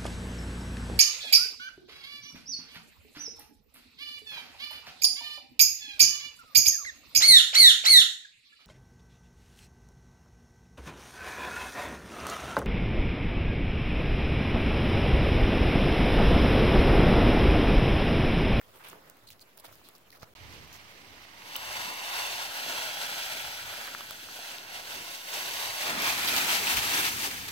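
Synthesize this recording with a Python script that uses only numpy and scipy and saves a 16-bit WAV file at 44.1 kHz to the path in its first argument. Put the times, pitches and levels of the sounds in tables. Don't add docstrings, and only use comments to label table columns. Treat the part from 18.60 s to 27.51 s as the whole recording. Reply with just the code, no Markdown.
import sys
import numpy as np
from scipy import signal
from scipy.fft import rfft, irfft, next_fast_len
from scipy.io import wavfile
from scipy.ndimage import uniform_filter1d, map_coordinates

SR = 44100
rng = np.random.default_rng(int(sys.argv[2]) if len(sys.argv) > 2 else 0)


def transcribe(signal):
    frames = np.atleast_2d(signal).T
    limited = np.clip(frames, -1, 1)
    pcm = np.round(limited * 32767).astype(np.int16)
    wavfile.write(sys.argv[1], SR, pcm)


def convert_level_to_amplitude(level_db):
    exponent = np.asarray(level_db, float) / 20
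    return 10 ** exponent


N = 392931
PATH_SIZE = int(1.8 * SR)
PATH_END_S, YARD_START_S = 1.7385, 1.7512


def unit(x):
    return x / np.sqrt(np.mean(x ** 2) + 1e-20)


def along(points, hz):
    f, value = np.transpose(points)
    return np.interp(np.log(hz + 1), np.log(f + 1), value)


def curves(rows):
    s, *columns = np.transpose(rows)
    return [np.interp(np.arange(N) / SR, s, column) for column in columns]


def wobble(rate_hz):
    steps = np.arange(0, N + 32, 32)
    knots = rng.standard_normal(int(N * rate_hz / SR) + 4)
    return np.interp(np.arange(N), steps, map_coordinates(knots, [steps * rate_hz / SR]))


def filtered(x, response):
    m = next_fast_len(x.shape[-1] + 8192, True)
    return irfft(rfft(x, m) * response(np.fft.rfftfreq(m, 1 / SR)), m)[..., :x.shape[-1]]


def crackle(count, cycles, spread_db, size=N):
    draw = rng.random((count, 4))
    hz = np.geomspace(400, 16000, 300)[:, None]
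    turns = hz * np.arange(96) / SR
    shapes = hz * np.sin(2 * np.pi * turns) * turns * np.exp(-turns / cycles)
    force = convert_level_to_amplitude(-spread_db * np.log(draw[:, 2:3] + 0.019)) * np.sign(draw[:, 3:] - .5)
    grains = force * shapes[(draw[:, 1] * len(hz)).astype(int)]
    at = (draw[:, :1] * size).astype(int) + np.arange(turns.shape[1])
    return unit(np.bincount(at.ravel(), grains.ravel(), size + turns.shape[1])[:size])


def patchy(depth_db, size=N):
    z = signal.stft(rng.standard_normal((2, size)), nperseg=512)[2]
    field = uniform_filter1d(rng.standard_normal(z.shape[1:]), size=8, axis=0)
    field = uniform_filter1d(field, size=6, axis=1)
    return unit(signal.istft(z * convert_level_to_amplitude(depth_db * unit(field)), nperseg=512)[1][:, :size])


def ports(pair, spectrum, alike, lean, lead):
    m = next_fast_len(pair.shape[1] + 8192, True)
    hz = np.fft.rfftfreq(m, 1 / SR)
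    turn = np.arccos(np.clip(along(alike, hz), -1, 1)) / 2
    mid, side = rfft(pair, m) * convert_level_to_amplitude(along(spectrum, hz)) * [np.cos(turn), np.sin(turn)]
    half = convert_level_to_amplitude(along(lean, hz) / 2) * np.exp(.5j * along(lead, hz))
    return unit(irfft([(mid + side) * half, (mid - side) / half], m)[:, :pair.shape[1]])


def played(x, level_db, shifts_db, edges_hz, main):
    below = list(filtered(x, lambda hz: 1 / (1 + (hz / np.reshape(edges_hz, (-1, 1, 1))) ** 6)))
    ranges = list(np.diff([0 * x, *below, x], axis=0))
    body = ranges.pop(main)
    gain = convert_level_to_amplitude(level_db) / np.sqrt(np.mean(body.mean(0) ** 2))
    return gain * (body + sum(convert_level_to_amplitude(db) * part for db, part in zip(shifts_db, ranges)))


# t/s, effort/dB, depth in the leaves/dB
PLOUGH = [(1.75, -59, 2.5), (2.75, -58, 4), (2.95, -47, 2), (3.6, -46, 2.5), (4.2, -46, 2.5),
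          (4.7, -45.5, 1.5), (5.3, -46, 1), (5.6, -51.5, -2), (6.05, -58, 1.5), (6.62, -50, -2),
          (6.75, -39, 0), (7.2, -45.5, 1), (7.35, -41, 5.5), (7.5, -37, 3.5), (8.15, -35, 0.5),
          (8.47, -34.5, 0), (8.52, -39, -2.5), (8.91, -47, -0.5)]
# t/s, swell/dB, fall/s
STRIDES = [(1.949, 2.5, 0.074), (2.153, 3, 0.021), (2.318, 1.5, 0.013), (2.96, 2, 0.0094), (3.07, 0.5, .02),
           (3.213, 6.5, 0.12), (3.602, 8.5, 0.12), (3.73, 1.5, 0.022), (3.804, 6, 0.066), (3.98, 2, 0.022),
           (4.157, 7, 0.16), (4.433, 3.0, 0.029), (4.645, 6.5, 0.27), (5.155, 2, 0.07),
           (5.68, -0.5, 0.0092), (5.922, 11, 0.18), (6.167, 9.5, 0.051), (6.328, 11, 0.078),
           (6.522, 8, 0.093), (6.97, 1, .015), (7.026, 4, 0.074), (7.25, 7.5, 0.1), (7.35, 0, .02),
           (7.478, 5.5, 0.053), (7.63, 2, 0.022), (7.72, 1, 0.031), (7.79, 3.5, 0.07), (7.938, 4.5, 0.04),
           (8.1, 3.5, 0.026), (8.135, 4, 0.01), (8.184, 3, 0.017), (8.383, 4.0, 0.034), (8.655, 7.5, 0.029),
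           (8.888, 5.5, 0.0054)]
USUAL_EFFORT_DB = -41


def ploughing():
    effort_db, depth_db = curves(PLOUGH)
    s, swell_db, fall = np.transpose(STRIDES)
    rise_over_fall = 1.49
    t = np.arange(0, N, 32) / SR
    late = (t[:, None] - s) / fall
    swell = np.exp(-np.where(late < 0, late / rise_over_fall, late) ** 2) @ swell_db
    return effort_db, depth_db, np.interp(np.arange(N) / SR, t, swell)


# t/s, level/dB
TRAFFIC_LEVEL = [(0.0, -79), (0.05, -72.5), (1.59, -73.5), (1.64, -63), (1.69, -74.5), (1.81, -55.5),
                 (2.38, -66.5), (4.57, -70), (4.89, -59), (4.91, -66.5), (6.97, -71), (7.5, -55),
                 (8.14, -55.5), (8.19, -45), (8.22, -56), (8.91, -55.5)]
# f/Hz, level/dB per Hz
TRAFFIC_SPECTRUM = [(15, -46), (25, -18), (52, -2), (75, -0.5), (108, 2), (200, -14), (260, -35),
                    (440, -120)]


def traffic(air):
    level_db, = curves(TRAFFIC_LEVEL)
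    alike = [(40, .2), (80, 0.73), (150, 0.68)]
    rumble = ports(air, TRAFFIC_SPECTRUM, alike, [(100, -3.5)], [(100, 0.74)])
    return convert_level_to_amplitude(level_db + 2.0 + 2.7 * wobble(7)) * rumble


# f/Hz, level/dB per Hz
THRASH_SPECTRUM = [(88, -26), (150, -3), (280, 1), (340, -1), (420, -3), (580, -8), (990, -120)]
# t/s, level/dB, spread/s
PAW_THUDS = [
    (1.26, -66, 0.033),
    (1.95, -60, 0.15),
    (4.1, -56, 0.065),
    (4.75, -55, 0.067),
    (3.3, -54, 0.055),
    (6.4, -60.5, .06),
    (9.9, -48, .05),
    (7.3, -47, 0.093),
    (8.35, -43, .04),
]


def thrash(air):
    t = np.arange(N) / SR
    effort_db, depth_db, swell_db = ploughing()
    work_db = uniform_filter1d(effort_db + swell_db, round(0.17 * SR)) - USUAL_EFFORT_DB
    charge_s, charge_rise_s, charge_db = 7.11, 0.26, 11
    charge = charge_db * np.clip((t - charge_s) / charge_rise_s, 0, 1)
    pile = convert_level_to_amplitude(-63.5 + 0.91 * work_db + charge)
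    hum = convert_level_to_amplitude(np.where(t > YARD_START_S, -64, -71))
    paws = sum(convert_level_to_amplitude(db) * np.exp(-((t - s) / spread) ** 2) for s, db, spread in PAW_THUDS)
    boom = ports(air, THRASH_SPECTRUM, [(200, 0.86)], [(200, -3.5)], [(200, 0.63)])
    return convert_level_to_amplitude(1.7 * wobble(8.3)) * np.sqrt(pile ** 2 + hum ** 2 + paws ** 2) * boom


def rumble():
    air = patchy(1.0)
    return traffic(air) + thrash(air[:, ::-1])


# t/s, scrape/dB, weight/dB
SCUFF = [
    (0.0, -67.5, 0.5),
    (0.362, -66, 7),
    (0.46, -68, 4.5),
    (0.822, -71, 1),
    (1.022, -69, 3.5),
    (1.138, -66, -1),
    (1.594, -72, 4),
    (1.74, -69.5, 1.5),
]
# f/Hz, level/dB per Hz
PAVING = [(88, -12), (150, -3), (258, -9), (352, -3.5), (618, -1), (751, -4), (2020, -2.5), (3220, -5.5),
          (3620, -6.5), (4060, -7), (9000, -15), (11600, -12), (15500, -11)]
# f/Hz, left-right likeness
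PATH_ALIKE = [(100, 0.99), (300, 1), (640, 0.36), (1500, 0.036), (15000, .03)]
# f/Hz, left-right level/dB
PATH_LEAN = [(60, 1), (180, 1), (550, -2.5), (1650, -1.5), (4970, 0), (15000, -6)]


def scuffs():
    grit = np.array([crackle(count=1200, cycles=0.75, spread_db=1.0, size=PATH_SIZE) for port in range(2)])
    raw = patchy(2.0, size=PATH_SIZE) + convert_level_to_amplitude(-9.5) * grit
    scrape_db, weight_db = np.array(curves(SCUFF))[:, :PATH_SIZE]
    bed = ports(raw, PAVING, PATH_ALIKE, PATH_LEAN, [(100, 0)])
    bed = played(bed, scrape_db, (weight_db + 3.0, .4), (1400, 6500), main=1)
    return convert_level_to_amplitude(1.27 * wobble(45.25)) * np.pad(bed, ((0, 0), (0, N - PATH_SIZE)))


def heel():
    land_s, peak_db, push_s = 1.6305, -33.5, .0005
    thud_hz, thud_db, t60_s = 130.5, -6, .03
    t = np.clip(np.arange(N) / SR - land_s, 0, None)
    push = np.cos(np.pi * t / push_s) * np.exp(-(t / push_s / 1.9) ** 4)
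    thud = convert_level_to_amplitude(thud_db - 60 * t / t60_s) * np.sin(2 * np.pi * thud_hz * t)
    return convert_level_to_amplitude(peak_db + np.array([[-2.5], [2.5]])) * (push - thud) * (t > 0)


def snaps(rows):
    out, t = np.zeros((2, N + SR)), np.arange(512) / SR
    dip_hz, dip_depth = 9000, .65
    dip = [1, -2 * dip_depth * np.cos(2 * np.pi * dip_hz / SR), dip_depth ** 2]
    for s, db, hz, crack_db, pan_db in rows:
        ring = np.sin(2 * np.pi * hz * t) * np.exp(-t * hz / 0.98) * (1 - np.exp(-t * hz * 3))
        noise = rng.standard_normal((2, len(t))) + rng.standard_normal(len(t))
        burst = signal.lfilter(np.convolve([1, -.5], dip), 1, noise) * convert_level_to_amplitude(-60 * t / 0.006)
        crack = convert_level_to_amplitude(crack_db + 11.5) * burst / np.abs(burst).max()
        ring_share = np.sqrt(np.clip(1 - convert_level_to_amplitude(crack_db) ** 2, .05, 1))
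        start = round((s + 0.000965) * SR)
        gain = convert_level_to_amplitude(db + 3.5 + np.array([[pan_db], [-pan_db]]) / 2)
        out[:, start:start + len(t)] += gain * (ring_share * ring + crack)
    return out[:, :N]


# t/s, peak/dB, pitch f/Hz, bright crack/dB, left-right/dB
CLAWS = [(.013, -37.5, 1630, -10, 3), (.235, -48, 3500, -10, 0), (.27, -40, 2500, -18, 0),
         (.673, -49, 3000, -9, 0), (1.042, -45, 900, -12, 0), (1.361, -54, 2000, -5, 0),
         (.33, -35.5, 1190, -22, -13), (.498, -43, 597, -0.5, -9), (.569, -56, 716, -1, -2),
         (.687, -38, 4150, -17, -2.5), (.703, -36.5, 2500, -11, -2), (.794, -39, 4390, -18, -5),
         (.973, -47, 700, 0, 0), (.932, -56, 2500, -12, 0), (.977, -43, 1500, -2, -11),
         (1.081, -43, 616, -11, -6), (1.114, -50, 600, -9.5, -6.5), (1.126, -46, 1280, -6, -8),
         (1.154, -48, 3000, 0, 0), (1.214, -45, 939, -20, -1.5), (1.287, -39.5, 1200, -1, -1),
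         (1.381, -53, 3000, -3, 0), (1.57, -47, 1400, -15, 0), (1.6295, -36, 704, -15, -12)]


def claws():
    return snaps(CLAWS)


# t/s, peak/dB, pitch f/Hz, bright crack/dB, left-right/dB
STEMS = [(2.075, -37, 2540, -21, 0), (2.82, -31, 2600, -25, -7), (2.963, -32, 6000, 1, 5),
         (5.138, -26, 1500, -39, -3), (5.11, -35, 1300, -25, 0), (5.099, -31, 1100, -25, 0),
         (5.187, -38, 700, -25, 0), (5.213, -31, 894, -20, 0), (5.258, -39, 1750, -14, 0),
         (5.27, -30, 3590, -16, 2), (5.277, -32, 1290, -16, 1), (5.348, -19, 1440, -31, 3),
         (5.407, -27, 1140, -18, 1), (5.4065, -27, 3000, -17, 0), (5.508, -24.5, 3500, -8, 0),
         (5.5085, -31, 1315, -22, 0), (5.686, -31.5, 1350, -15, -.5), (5.789, -31.5, 714, -13, -1.5),
         (5.894, -30, 2790, -22, -1.5), (5.983, -23.5, 3570, -30, 8), (6.938, -23, 3500, -12, 3),
         (7.42, -18, 4250, -13, 0), (7.648, -22, 3500, -8, 0), (7.764, -14, 3700, -13, 2),
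         (8.389, -23, 2750, -14, -3), (8.883, -28, 4120, -15, 2)]


def stems():
    return snaps(STEMS)


def friction(rows, squeak=False):
    out, f = np.zeros((2, N + SR)), np.fft.rfftfreq(8192, 1 / SR)
    t = np.arange(8192) / SR

    def peak(hz, width):
        return 1j * f * width / (hz * hz - f * f + 1j * f * width)

    hiss_shape = peak(9300, 7000) * peak(14400, 10500)
    for s, db, hz, length, hiss_db in rows:
        width = 770 if squeak else 1170 + 0.58 * hz
        stroke = np.clip(t / 0.0013, 0, 1) * np.clip(1 - t / length, 0, 1) ** 0.21
        slips = convert_level_to_amplitude(3.8 * np.repeat(rng.standard_normal(len(t) // 64), 64))
        rub = rng.standard_normal((2, len(t))) + 0.25 * rng.standard_normal(len(t))
        noise = rfft(rub * slips)
        body = unit(irfft(noise * peak(hz, width) ** 2))
        body = body + convert_level_to_amplitude(hiss_db) * unit(irfft(noise * hiss_shape))
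        start = round(s * SR)
        out[:, start:start + len(t)] += convert_level_to_amplitude(db + np.array([[-1.], [1.]])) * stroke * body
    return out[:, :N]


# t/s, level/dB, resonance f/Hz, length/s, bright hiss/dB
DRAGS = [(0.158, -63.5, 3000, 0.046, 4.5), (0.197, -53.5, 1300, 0.043, -10),
         (0.236, -53, 2590, 0.096, -2.5), (0.243, -52, 1300, 0.06, -20), (0.265, -56, 2800, 0.013, -6),
         (0.283, -57, 5000, .012, 12), (0.296, -51, 7000, 0.01, 0), (0.668, -60, 7300, 0.024, -10),
         (0.702, -55, 3760, 0.037, -3), (0.705, -57, 7300, .03, -5), (0.803, -61, 7000, 0.024, -3),
         (1.08, -61, 800, .04, -15), (1.244, -60, 3500, 0.059, -5), (0.985, -54, 4500, 0.014, 1),
         (0.998, -53, 4500, .01, 6.5), (1.038, -49.5, 800, 0.029, -3), (1.045, -53, 3970, 0.027, -3),
         (1.12, -60, 6000, 0.031, 2), (1.349, -56.5, 5500, 0.018, -1), (1.503, -53, 4000, 0.0054, 0),
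         (1.516, -59.5, 4900, 0.064, 1), (1.545, -56, 900, 0.02, -20), (1.594, -60, 4970, 0.033, -3),
         (1.622, -54.5, 5000, 0.026, -5), (1.616, -51.5, 895, 0.031, -13)]


def drags():
    return friction(DRAGS)


# t/s, level/dB, resonance f/Hz, length/s,
# bright hiss/dB
SQUEAKS = [
    (0.671, -55, 4200, 0.028, -5),
    (0.811, -50, 4400, 0.018, -3),
    (1.24, -62, 4200, .055, -3),
    (1.526, -56, 2000, 0.025, -14),
    (2.954, -37, 3050, .008, -20),
]


def squeaks():
    return friction(SQUEAKS, squeak=True)


# t/s, level/dB, resonance f/Hz, length/s, bright hiss/dB
CRUSHES = [
    (2.126, -52.5, 6000, 0.054, -1.5),
    (5.202, -39.5, 1200, .022, -9),
    (5.274, -41, 1500, 0.015, -15),
    (7.673, -27.5, 3800, 0.028, -2),
    (7.762, -25.5, 3680, 0.029, -3.5),
    (8.069, -28.5, 2780, 0.018, -12),
    (8.169, -26.5, 3020, 0.027, -9),
    (8.451, -33.5, 3000, 0.038, -10),
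    (8.706, -35, 2500, 0.018, -6),
    (8.884, -39, 4100, 0.01, -7),
]


def crushes():
    return friction(CRUSHES)


def echoed(x, path):
    left_ms, right_ms, *db = curves(path)
    n = np.arange(N)
    late = [np.interp(n - ms * SR / 1000, n, port) for port, ms in zip(x, (left_ms, right_ms))]
    return convert_level_to_amplitude(db) * late


# t/s, left/ms, right/ms, left/dB, right/dB
CHEST_ECHO = [(2.3, 1.3, .98, -26, -22), (3.05, 1.38, 1.06, -19, -17), (3.4, 1.34, 1.08, -21, -11),
              (3.8, 1.43, 1.13, -20, -11), (4.15, 1.48, 1.2, -19, -20), (4.5, 1.5, 1.23, -19, -15),
              (4.8, 1.5, 1.24, -19, -15), (5.25, 1.52, 1.2, -20, -20), (5.8, 1.48, 1.18, -19, -14),
              (6.3, 1.38, 1.1, -20, -22), (6.8, 1.38, 1.09, -18, -13), (7.1, 1.3, 1.04, -21, -14),
              (7.4, 1.19, 1.23, -22, -19), (7.7, 1.07, 1.25, -19, -12), (7.95, 1, 1.26, -19, -17),
              (8.25, 1.05, 1.07, -26, -20), (8.6, 1.24, 1.31, -23, -25)]
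SHOULDER_ECHO = [(2.3, 2.1, 1.4, -24, -28), (3.05, 2.14, 1.42, -18, -18), (3.75, 2.17, 1.43, -17, -24),
                 (4.15, 2.12, 1.87, -18, -16), (4.5, 2.07, 1.84, -20, -26), (5.25, 2.05, 1.85, -26, -30),
                 (5.8, 2.06, 1.87, -22, -19), (6.8, 2.1, 1.9, -25, -18), (7.1, 2.12, 1.5, -21, -18),
                 (7.4, 2.13, 1.51, -22, -16), (7.6, 1.7, 1.9, -19, -24), (7.95, 1.6, 2.25, -26, -26),
                 (8.4, 1.3, 2.25, -22, -17), (8.8, 1.3, 2.25, -26, -20)]
HAND_ECHO = [(2.3, .65, .8, -30, -30), (3.05, .67, .81, -23, -26), (3.4, .63, .81, -26, -18),
             (4.15, .65, .67, -25, -22), (4.5, .62, .63, -26, -21), (4.9, .6, .56, -28, -22),
             (5.3, .68, .6, -22, -18), (5.8, .6, .66, -27, -18), (6.8, .63, .66, -19, -28),
             (7.1, .63, .86, -25, -21), (7.7, .56, .77, -24, -28), (8.25, .7, .8, -22, -28),
             (8.6, .61, .86, -15, -21)]
# t/s, left/ms, right/ms, left/dB, right/dB
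EDGE_ECHO = [(1.9, 1.5, .55, -30, -20), (2.7, 1.55, .55, -28, -24), (3.1, 1.58, .55, -19, -24),
             (3.75, 1.62, .6, -18, -30), (3.9, 1.98, .86, -24, -17), (4.4, 1.93, .84, -20, -13),
             (5, 1.83, .83, -19, -20), (5.8, 1.92, .9, -22, -19), (6.5, 1.93, .85, -24, -26),
             (7, 1.62, .85, -22, -30), (7.4, 1.52, 1.1, -22, -24), (7.7, 1.9, 1.1, -21, -14),
             (8.1, 1.9, .6, -28, -26), (8.8, 2.1, .6, -26, -17)]


def holder_echoes(straight):
    dull = filtered(straight, lambda hz: 1 / (1 + (hz / 6000) ** 2))
    body = sum(echoed(dull, path) for path in (CHEST_ECHO, SHOULDER_ECHO, HAND_ECHO))
    fingers = [np.roll(port, round(ms * SR / 1000)) for port, ms in zip(dull, (.34, .37))]
    return convert_level_to_amplitude(4) * (body + convert_level_to_amplitude(-18) * np.array(fingers) - echoed(dull, EDGE_ECHO))


# f/Hz, level/dB per Hz
LEAVES = [(210, -36), (350, -12.5), (470, -10.5), (620, -1.5), (1000, 0.5), (2070, 4.5), (2840, 0.5),
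          (4500, -0.5), (5200, -4.5), (6280, -6), (7240, -12), (9940, -14), (13000, -11), (15500, -13)]
# f/Hz, left-right likeness
YARD_ALIKE = [(200, .93), (700, .97), (1200, .92), (2000, .6), (3000, .42), (4200, .62), (5400, .25),
              (8000, .33), (15000, .25)]
# f/Hz, left-right level/dB
YARD_LEAN = [(110, 5), (200, -3), (380, 0), (700, 1), (1290, -2), (2380, -2), (4400, -1.5), (6200, -0.5),
             (7300, 11.5), (15000, 3)]
# f/Hz, lead/rad
YARD_LEAD = [(100, .6), (700, .7), (1400, 1.6), (2070, 3.7), (2800, 5), (3700, 5.7), (5200, 9),
             (6200, 11.7), (7600, 16), (12800, 31), (16000, 42)]
# t/s, left-right/dB, width/dB
BEARING = [(1.75, -3.5, 3), (2.7, -3.5, 3), (3, 0.5, -1.5), (4.8, 0.2, -1), (6.3, -1, 0), (7.1, 0, 0),
           (7.4, .5, 1), (7.85, 1.1, 1), (8.91, 0.6, 1.5)]
# t/s, below the dip's edge/dB, crunch above/dB
GROUND_BOUNCE = [(1.75, 3, 0), (2.8, 2, -0.5), (3.2, 0.5, 1), (3.9, -1, -6), (4.4, -2, -9.5),
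                 (5, 0.5, -3.5), (5.4, 2.5, 3), (5.7, 3, -2), (6.3, 2.5, 0), (7, 4.5, -5.5), (7.3, 1, 2),
                 (7.5, -7, -3.5), (8, -3, 0.5), (8.4, -8, 6), (8.6, -4, 4), (8.91, -5, 3)]


def leaves():
    buckles = np.array([crackle(count=24000, cycles=0.87, spread_db=0.5) for port in range(2)])
    raw = patchy(0.71) + convert_level_to_amplitude(-5.5) * buckles
    wide = ports(raw, LEAVES, YARD_ALIKE, YARD_LEAN, YARD_LEAD)
    straight = ports(raw * [[1], [0]], LEAVES, YARD_ALIKE, YARD_LEAN, YARD_LEAD)
    pan_db, width_db = curves(BEARING)
    direct = straight + convert_level_to_amplitude(width_db) * (wide - straight)
    flutter = convert_level_to_amplitude(0.46 * wobble(38) + 0.65 * wobble(70) + [pan_db / 2, -pan_db / 2])

    low_db, above_db = curves(GROUND_BOUNCE)
    effort_db, depth_db, swell_db = ploughing()
    extra_db = effort_db - USUAL_EFFORT_DB
    weight_db = depth_db - 0.5
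    crunch_db = 0.8 * depth_db + 0.02 * extra_db - 0.23 * swell_db - 2.57
    bright_db = -0.51 * depth_db - 0.034 * swell_db + 0.098 * extra_db + 3
    bright_db = bright_db + 0.32 * (np.arange(N) - N / 2) / SR
    shifts_db = (weight_db + low_db, weight_db, crunch_db + above_db, crunch_db, bright_db)
    rustle = played(direct + holder_echoes(straight), effort_db + swell_db - 1.87, shifts_db,
                    (660, 1350, 1800, 2450, 6600), main=4)
    return flutter * rustle


def scene():
    in_yard = np.arange(N) / SR > YARD_START_S
    bed = np.where(in_yard, leaves(), scuffs())
    return bed + rumble() + heel() + claws() + stems() + drags() + squeaks() + crushes()


def roll_off(x):
    return signal.sosfilt(signal.butter(12, 16690, fs=SR, output="sos"), x)


def record(dry):
    t = np.arange(N) / SR
    limited = filtered(dry, lambda hz: np.where(hz < 15850, 1, convert_level_to_amplitude(-42)))
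    biased = limited + np.where(t < PATH_END_S, -.00047, -.0006)
    joint = (t > PATH_END_S) & (t < YARD_START_S)
    muted = np.where(joint, convert_level_to_amplitude(-48) * limited, biased)
    return roll_off(muted)


dry = scene()
out = record(dry)
transcribe(out)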